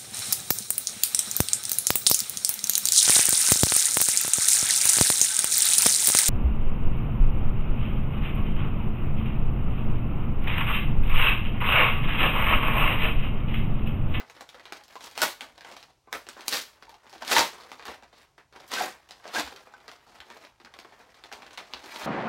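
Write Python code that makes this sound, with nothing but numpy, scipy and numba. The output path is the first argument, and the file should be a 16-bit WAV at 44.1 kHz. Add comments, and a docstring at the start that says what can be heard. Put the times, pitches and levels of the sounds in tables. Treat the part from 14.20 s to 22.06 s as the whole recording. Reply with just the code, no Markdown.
"""Padded envelope pulled open

Two hands pull open a padded plastic envelope in a small room, a metre from the microphone.
Buckling creases, sums of damped sines, give loud snaps over crackle that swells with each pull.
Air pockets pop as paired decaying tones; the parcel thuds on the desk as a decaying boom and knock.
Near surfaces return delayed copies, noise tails ring as the room, shaped noise hums and hisses."""
import sys
import numpy as np
from scipy import signal
from scipy.fft import rfft, irfft, next_fast_len
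from scipy.io import wavfile
from scipy.ndimage import map_coordinates
from numba import njit

SR = 44100
rng = np.random.default_rng(int(sys.argv[2]) if len(sys.argv) > 2 else 0)


def wrap_up_sound(samples):
    """Save the sound to the file named by the first command line argument, as 16-bit audio."""
    columns = np.atleast_2d(samples).T
    # keep every value between -1 and 1, then stretch to whole-number steps
    tamed = np.clip(columns, -1, 1)
    steps = np.round(tamed * 32767).astype(np.int16)
    wavfile.write(sys.argv[1], SR, steps)


N = 346626

# Hum and hiss spectrum: freq_hz, relative_level_db
AIR_SPECTRUM = [(15, -22), (25, 8.5), (99, -0.5), (134, 1.5), (185, -10.5), (911, -11), (1790, -31),
                (2220, -20), (5730, -19), (16000, -36)]
# Room decay: freq_hz, t60_s
ROOM_DECAY = [(200, 0.15), (600, 0.22), (3500, 0.25), (12000, 0.24)]
# Echoes of near surfaces: delay_s, level_db
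NEAR_ECHOES = [(.0025, -14), (.0045, -15), (.0086, -8), (.0125, -14)]
# Desk modes, boom then knock: freq_hz, t60_s
DESK_MODES = [(66, 0.2), (235, 0.063)]
# Parcel on the desk: start_s, boom_db, knock_over_boom_db
DESK_THUDS = [(1.012, -51, 13), (1.943, -54, -5), (2.317, -53, -7), (3.173, -39, 17.5), (3.682, -48.5, 8),
              (4.601, -56, -2), (5.171, -52.5, 24), (5.24, -43, -6), (5.993, -52, -6), (6.44, -61, 15),
              (7.139, -59, 4), (7.544, -53, 1), (7.831, -47, 1)]
# Pitch of big folds, wide, narrow and fine creases: pitch_hz
CREASE_PITCH_HZ = [450, 1350, 3800, 10500]
# Colour of the film: freq_hz, relative_level_db
FILM_COLOUR = [(120, -74.5), (250, -26.5), (500, -8.5), (920, 4.5), (1300, -1), (2100, 7), (2700, 0.5),
               (4200, 11.5), (6000, 9), (8500, 7), (10300, 1), (12500, 15), (16000, -13)]
# Fingers moving on the film: time_s, crackle_db
FINGER_HANDLING = [(0, -67.5), (1.3, -71), (1.6, -66.5), (1.78, -90), (1.9, -85), (2.03, -74), (2.2, -59.5),
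                   (2.54, -70), (2.82, -70.5), (3.0, -62.5), (3.4, -60.5), (3.9, -78), (4.14, -84),
                   (4.29, -95.5), (4.45, -71.5), (5.01, -73.5), (5.3, -56.5), (5.47, -72), (6.24, -60),
                   (6.37, -84.5), (6.46, -69), (7.0, -68), (7.51, -64.5), (7.86, -48.5)]
# Hard pulls that crumple the film: full_s, rise_s, hold_s, crackle_db, body_db, treble_db
HARD_PULLS = [(0.845, 0.22, 0.027, -55, -2, 2), (0.986, 0.045, .03, -43, 0, -4.5),
              (1.022, 0.014, 0.006, -29, -1, 2), (1.47, 0.05, 0.054, -55, 3, -15.5),
              (1.942, 0.031, .005, -50.5, 9.5, 3), (2.337, 0.068, 0.013, -29.5, -4.5, -1),
              (3.119, 0.074, 0.087, -27.5, 0, -4), (3.699, 0.069, 0.0048, -47.5, 3.5, -10.5),
              (3.977, 0.11, 0.05, -62.5, 4, -9), (4.357, .04, 0.071, -64.5, 9.5, -7),
              (4.533, 0.039, 0.052, -33.5, -1.5, -10), (4.6, 0.097, 0.038, -37.5, 6, -1.5),
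              (5.071, 0.05, .03, -51.5, 6, -12), (5.15, 0.049, 0.046, -36, 2.5, -7),
              (7.77, 0.19, 0.083, -45.5, 0.5, -8)]
# Hollow pops of air pockets: start_s, level_db, pitch_hz
AIR_POPS = [(0.208, -40, 676), (0.347, -44.5, 506), (0.763, -32.5, 1030), (0.839, -45, 479),
            (1.018, -17, 1458), (1.883, -49, 1046), (1.949, -34, 1317), (2.328, -24.5, 1840),
            (2.68, -43, 890), (2.727, -44.5, 840), (2.931, -42, 787), (3.025, -31.5, 890),
            (3.164, -14.5, 937), (3.188, -25, 331), (3.209, -21, 925), (3.693, -36, 475), (3.824, -50, 380),
            (4.571, -23, 1555), (4.608, -18, 750), (4.639, -37, 756), (5.053, -37, 635),
            (5.162, -20.5, 1620), (5.193, -29.5, 300), (5.342, -43.5, 400), (5.538, -39, 1530),
            (5.68, -45, 1240), (6.102, -47, 930), (6.401, -53, 342), (6.802, -51, 348), (7.537, -36.5, 997),
            (7.656, -42.5, 365)]
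# Snaps of single creases: start_s, level_db, body_db (wide creases), treble_db (finest creases)
CREASE_SNAPS = [(0.0034, -39, 5, -36), (0.0985, -44.5, 2, -6), (0.2086, -38.5, 2, -3.5),
                (0.2906, -37.5, -20, -16), (0.345, -42.5, 3, -27), (0.396, -44.5, 2.5, -39),
                (0.455, -36.5, -7, -52), (0.5232, -27, -5, -20), (0.5692, -46.5, -26, -5),
                (0.637, -48, -35, -3), (0.681, -43.5, -10, -8), (0.7554, -40, 5, -16),
                (0.8078, -34, -8, -20), (0.8402, -42, 2, -16), (0.869, -34.5, -8, -18),
                (0.912, -44.5, -10, 4), (0.9534, -36.5, -15, -16), (0.9772, -25.5, -7, 0),
                (1.0179, -14.5, -14, -1), (1.0309, -11.5, -13, -1), (1.2083, -31.5, -2, -8),
                (1.3786, -45, 2, -14), (1.4085, -38.5, -11, -23), (1.4472, -30, -5, -37),
                (1.5147, -43, 2, -4), (1.5668, -34, -14, -23), (1.6277, -39, -9, -21),
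                (1.8727, -63, 17.5, -17), (1.9278, -26.5, 4.5, -0.5), (2.0676, -41, -1, -20),
                (2.088, -25.5, -23, -15), (2.167, -54.5, 17, -10), (2.1931, -46, 5, -14),
                (2.208, -34.5, -6, -13), (2.2813, -18.5, -57, -2), (2.4591, -47, -16, -28),
                (2.6246, -42, -1.5, -34), (2.694, -48, 5, -2), (2.7422, -48.5, 8, -19),
                (2.8666, -49.5, 5.5, -15), (2.896, -48, -4, -4), (2.9286, -41.5, 3, -29),
                (2.9528, -43.5, 5, -34), (2.9809, -45, -4, -26), (3.02, -38.5, 7.5, -18),
                (3.0232, -30, -3, -35), (3.049, -31.5, -8, -10.5), (3.0772, -25.5, -13, -8),
                (3.1184, -25, -19, -20), (3.1652, -9.5, -10, -15), (3.1821, -6.5, -9, -14),
                (3.4086, -43, -22, -30), (3.4358, -43.5, -5, -18), (3.5171, -30.5, -4, -15),
                (3.5954, -43.5, 4.5, -39), (3.6246, -40, 1, -39), (3.6542, -32, -3.5, -12),
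                (3.681, -31, 3, -32), (3.825, -46.5, 4, -40), (3.834, -41.5, -7, -47),
                (3.9282, -53, 7.5, -29), (4.1797, -43, 2.5, -31.5), (4.326, -51.5, 2, -21),
                (4.361, -47, 8.5, -16), (4.4782, -49, -6, 7), (4.5172, -22, -14, -13),
                (4.8895, -43.5, -10, -10), (4.9084, -35, -9.5, -27), (4.9986, -57, 7.5, -20),
                (5.055, -46, 9.5, -16), (5.0779, -39, -3, -20), (5.149, -24.5, -9, -10),
                (5.184, -24, 4, -13), (5.197, -22, -2, -10), (5.2772, -39, -21, -23),
                (5.3618, -36.5, -7.5, -17), (5.4714, -54, 10, -34), (5.5379, -45.5, 6, -40),
                (5.6027, -53, 6.5, -32), (5.6804, -35.5, -2.5, -32), (5.7155, -41, 1, -6),
                (6.003, -38.5, -0.5, -36), (6.102, -38.5, 1.5, -24), (6.1669, -51, 3, -27),
                (6.2493, -43.5, -9, -38), (6.4005, -48.5, 2, -40), (6.4485, -39, -4, -64),
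                (6.539, -43.5, -1.5, -32), (6.589, -35.5, -0.5, -16), (6.6478, -46.5, 8.5, -27),
                (6.723, -53.5, 12, -23), (6.8004, -54, 9, -25), (6.9438, -46.5, -14, -19),
                (7.0386, -36, -6, -41), (7.1165, -37.5, 1.5, -23), (7.1263, -33, -5, -13),
                (7.2213, -37.5, 0, -35), (7.2645, -41, -7, -36), (7.3082, -43, 1, -26),
                (7.3318, -40, -3, -14), (7.375, -29.5, -11, -36), (7.3787, -23, -13, -47),
                (7.528, -44, -5, -25), (7.5366, -26, -4.5, -33), (7.6266, -56, 1, -18),
                (7.6596, -42, 3.5, -5), (7.76, -30.5, -3, -47)]

AIR_DB, ROOM_DB = -68.5, -5.0
POP_T60_S = 0.08
TOP_HZ, BASS_CUT_HZ, FILM_CUT_HZ = 15800, 44, 210
FOLDS_DB, FOLDS_GROW = -7.5, 1.65  # big folds follow the body, in wider swings
HANDLING_BODY_DB, HANDLING_TREBLE_DB = 7, -6.5
RISE_DB, FALL_DB_PER_S = 27, 244.5  # swell over the rise time; fade after the hold
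# crackle left by a snap, relative to it; TRAIL_KEEPS is the share of its colour kept
TRAIL_DB, TRAIL_BODY_DB, TRAIL_TREBLE_DB, TRAIL_KEEPS = -21, 7, -3, .4
GRAIN_CAP_DB = 12  # cap on clump plus size, before the unevenness factor
# energy share of a -40 dB snap passed to its neighbours; louder snaps pass on less
AFTER_SHARE, CLEANER_PER_DB = 0.3, 0.02
OWN_DB = 3.5  # spread of the pitches each crease favours


def amp(db):
    """Decibels to gain."""
    return 10 ** (np.asarray(db) / 20)


def unit(x):
    """Scaled to rms 1."""
    return x / np.sqrt(np.mean(x ** 2) + 1e-20)


def along(points, hz):
    """(Hz, value) points interpolated on a log frequency axis."""
    point_hz, values = np.transpose(points)
    return np.interp(np.log(hz + 1), np.log(point_hz + 1), values)


def wobble(knots_per_s):
    """A smooth random curve through normally distributed knots."""
    knots = rng.standard_normal(int(N * knots_per_s / SR) + 4)
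    return map_coordinates(knots, [np.arange(N) * knots_per_s / SR])


def filtered(x, response):
    """x times a response of frequency."""
    m = next_fast_len(N + SR // 2)
    return irfft(rfft(x, m) * response(np.fft.rfftfreq(m, 1 / SR)), m)[..., :N]


def air():
    """Hum of the house and microphone hiss: shaped noise, its level drifting slightly."""
    noise = rng.standard_normal(N)
    steady = unit(filtered(noise, lambda hz: amp(along(AIR_SPECTRUM, hz))))
    return amp(AIR_DB + 1.7 * wobble(7.8)) * steady


def room(x, size=4096):
    """Decaying noise tails; each stretch gets its own, since the hands move."""
    out = np.zeros(N + SR + 2 * size)
    fade = signal.windows.hann(2 * size, sym=False)
    x = np.pad(x, (size, 2 * size))
    for at in range(0, N + size, size):
        hz, t, bins = signal.stft(rng.standard_normal(SR // 3), SR, nperseg=256)
        decay = amp(-60 * t / along(ROOM_DECAY, hz)[:, None])
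        tail = signal.istft(bins * decay, SR, nperseg=256)[1]
        tail_s = np.arange(len(tail)) / SR
        tail = tail * (1 - np.exp(-tail_s / 0.00043))  # echoes need time to thicken
        wet = signal.fftconvolve(x[at:at + 2 * size] * fade, tail / np.linalg.norm(tail))
        out[at:at + len(wet)] += wet
    return out[size:size + N]


def walls(x):
    """Desk, screen and shelf return weak delayed copies."""
    return sum(amp(db) * np.pad(x, (round(delay_s * SR), 0))[:N] for delay_s, db in NEAR_ECHOES)


def thuds():
    """Soft contact: two damped modes of the desk top, boom and knock, with a gradual onset."""
    out, t = np.zeros(N + SR), np.arange(SR // 4) / SR
    boom, knock = [amp(-60 * t / t60_s) * np.sin(2 * np.pi * hz * t) for hz, t60_s in DESK_MODES]
    onset = 1 - np.exp(-t / 0.0066)
    for start_s, boom_db, knock_db in DESK_THUDS:
        thud = amp(boom_db) * (boom + amp(knock_db) * knock) * onset
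        out[round(start_s * SR):][:len(t)] += thud
    return out[:N]


def pops():
    """A dented air pocket rings as a decaying tone beating with a weaker, slightly higher twin."""
    out, t = np.zeros(N + SR), np.arange(SR // 8) / SR
    onset = 1 - np.exp(-t / .002)
    twins = rng.uniform(1.04, 1.1, len(AIR_POPS))  # pitch ratios
    for (start_s, db, hz), twin in zip(AIR_POPS, twins):
        ring = np.sin(2 * np.pi * hz * t) + 0.3 * np.sin(2 * np.pi * hz * twin * t)
        out[round(start_s * SR):][:len(t)] += amp(db - 60 * t / POP_T60_S) * ring * onset
    return out[:N]


@njit
def add(out, start, hz, gain, cycles, sr):
    """Adds damped sines, each falling 60 dB in its number of cycles."""
    for i in range(len(start)):
        life = int(cycles * sr / hz[i]) + 2
        for k in range(min(life, len(out) - start[i])):
            decay = np.exp(-np.log(1000) * k / life)
            out[start[i] + k] += gain[i] * np.sin(2 * np.pi * hz[i] * k / sr) * decay


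def buckles(start_s, place, db, body_db, treble_db, cycles):
    """Creases flip over as damped sines; place 0-1 picks the pitch between 200 Hz and 15 kHz."""
    hz = 200 * 75 ** place
    kind = np.interp(np.log(hz), np.log(CREASE_PITCH_HZ), np.arange(len(CREASE_PITCH_HZ)))

    def near_to(order):
        return np.clip(1 - np.abs(kind - order), 0, 1)

    folds_db = FOLDS_DB + FOLDS_GROW * body_db
    # narrow creases, order 2, are the reference
    share_db = folds_db * near_to(0) + body_db * near_to(1) + treble_db * near_to(3)
    start = np.clip(start_s * SR, 0, N - 1).astype(np.int64).ravel()
    sign = np.sign(np.sin(1e4 * place))  # a crease flips in or out
    gain = sign * amp(db + share_db + along(FILM_COLOUR, hz))
    out = np.zeros(N)
    add(out, start, hz.ravel(), gain.ravel(), cycles, float(SR))
    return out


def strain():
    """Crackle level and colour each millisecond: powers of handling, pulls and snap trails add up."""
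    t = np.arange(0, N / SR, .001)
    trails = [(start_s, .002, 0, db + TRAIL_DB, TRAIL_BODY_DB + TRAIL_KEEPS * body,
               TRAIL_TREBLE_DB + TRAIL_KEEPS * treble)
              for start_s, db, body, treble in CREASE_SNAPS]
    bursts = np.transpose(HARD_PULLS + trails)[:, :, None]
    full_s, rise_s, hold_s, db, body_db, treble_db = bursts
    swell_db = RISE_DB * np.maximum(full_s - t, 0) / rise_s
    fall_db = FALL_DB_PER_S * np.maximum(t - full_s - hold_s, 0)
    burst_power = amp(2 * (db - swell_db - fall_db))
    idle_power = amp(2 * np.interp(t, *np.transpose(FINGER_HANDLING)))
    power = burst_power.sum(axis=0) + idle_power

    def mixed(burst_db, idle_db):
        return ((burst_db * burst_power).sum(axis=0) + idle_db * idle_power) / power

    body_mix_db = mixed(body_db, HANDLING_BODY_DB)
    treble_mix_db = mixed(treble_db, HANDLING_TREBLE_DB)
    return t, 10 * np.log10(power), body_mix_db, treble_mix_db


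def crackle(count=90000):
    """Thousands of creases a second: clumps and strays in a gentle pull, a more even roar in a hard one."""
    when, size, place = rng.random((count, 3)).T
    start_s = when * N / SR
    times, *curves = strain()
    db, body_db, treble_db = [np.interp(start_s, times, curve) for curve in curves]
    uneven = np.interp(db, [-64, -44], [1.15, .7])
    clumps_db = (1.77 * wobble(40) + 2.1 * wobble(150))[(start_s * SR).astype(int)]
    # patches of film favour their own pitches for a moment
    panels = rng.standard_normal((int(30 * N / SR) + 4, 20))
    clumps_db += 2.5 * map_coordinates(panels, [30 * start_s, 16 * place])
    size_db = -2.3 * (np.log(1 - size) + 1)
    grain_db = db + uneven * np.minimum(clumps_db + size_db, GRAIN_CAP_DB)
    return buckles(start_s, place, grain_db, body_db, treble_db, cycles=6.32)


def snaps(burst_parts=24, after_parts=60):
    """A crease lets go at all pitches, mostly within a millisecond, and sets off its neighbours."""
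    start_s, db, body_db, treble_db = np.transpose(CREASE_SNAPS)[:, :, None]
    count = len(CREASE_SNAPS)
    after = np.clip(AFTER_SHARE - CLEANER_PER_DB * (db + 40), .01, .99)
    own = rng.standard_normal((count, 12))
    rows = np.arange(count)[:, None]
    out = np.zeros(N)
    # parts, mean delay_s, energy share, level_db
    stages = [(burst_parts, .0005, 1 - after, -4), (after_parts, .008, after, -6)]
    for parts, delay_s, share, level_db in stages:
        u = rng.random((count, 3, parts))
        place = (np.arange(parts) + u[:, 0]) / parts
        late_s = -delay_s * np.log(1 - u[:, 1])
        part_db = db + level_db + 10 * np.log10(share) + 5 * (u[:, 2] - .5)
        part_db += OWN_DB * map_coordinates(own, np.broadcast_arrays(rows, 11 * place), order=1)
        out += buckles(start_s + late_s, place, part_db, body_db, treble_db, cycles=6.35)
    return out


def scene():
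    """Envelope and desk, their echoes, and the room tone."""
    # a small sheet radiates no bass
    thin = signal.butter(4, FILM_CUT_HZ, "highpass", fs=SR, output="sos")
    single, swarm = snaps(), crackle()
    # the swarm comes from all over the sheet, so its near echoes blur into the tail
    film, echoes = signal.sosfilt(thin, [single + swarm, walls(single)])
    near = film + pops() + thuds()
    return (near + echoes + amp(ROOM_DB) * room(near) + air())[None]


def record(dry):
    """A soft limiter rounds the highest peaks; the deep bass fades and nothing sounds above TOP_HZ."""
    rounded = dry / (1 + np.abs(dry / .75) ** 4) ** .25
    return filtered(rounded, lambda hz: (hz < TOP_HZ) / np.sqrt(1 + (BASS_CUT_HZ / (hz + 1)) ** 8))


dry = scene()
out = record(dry)
wrap_up_sound(out)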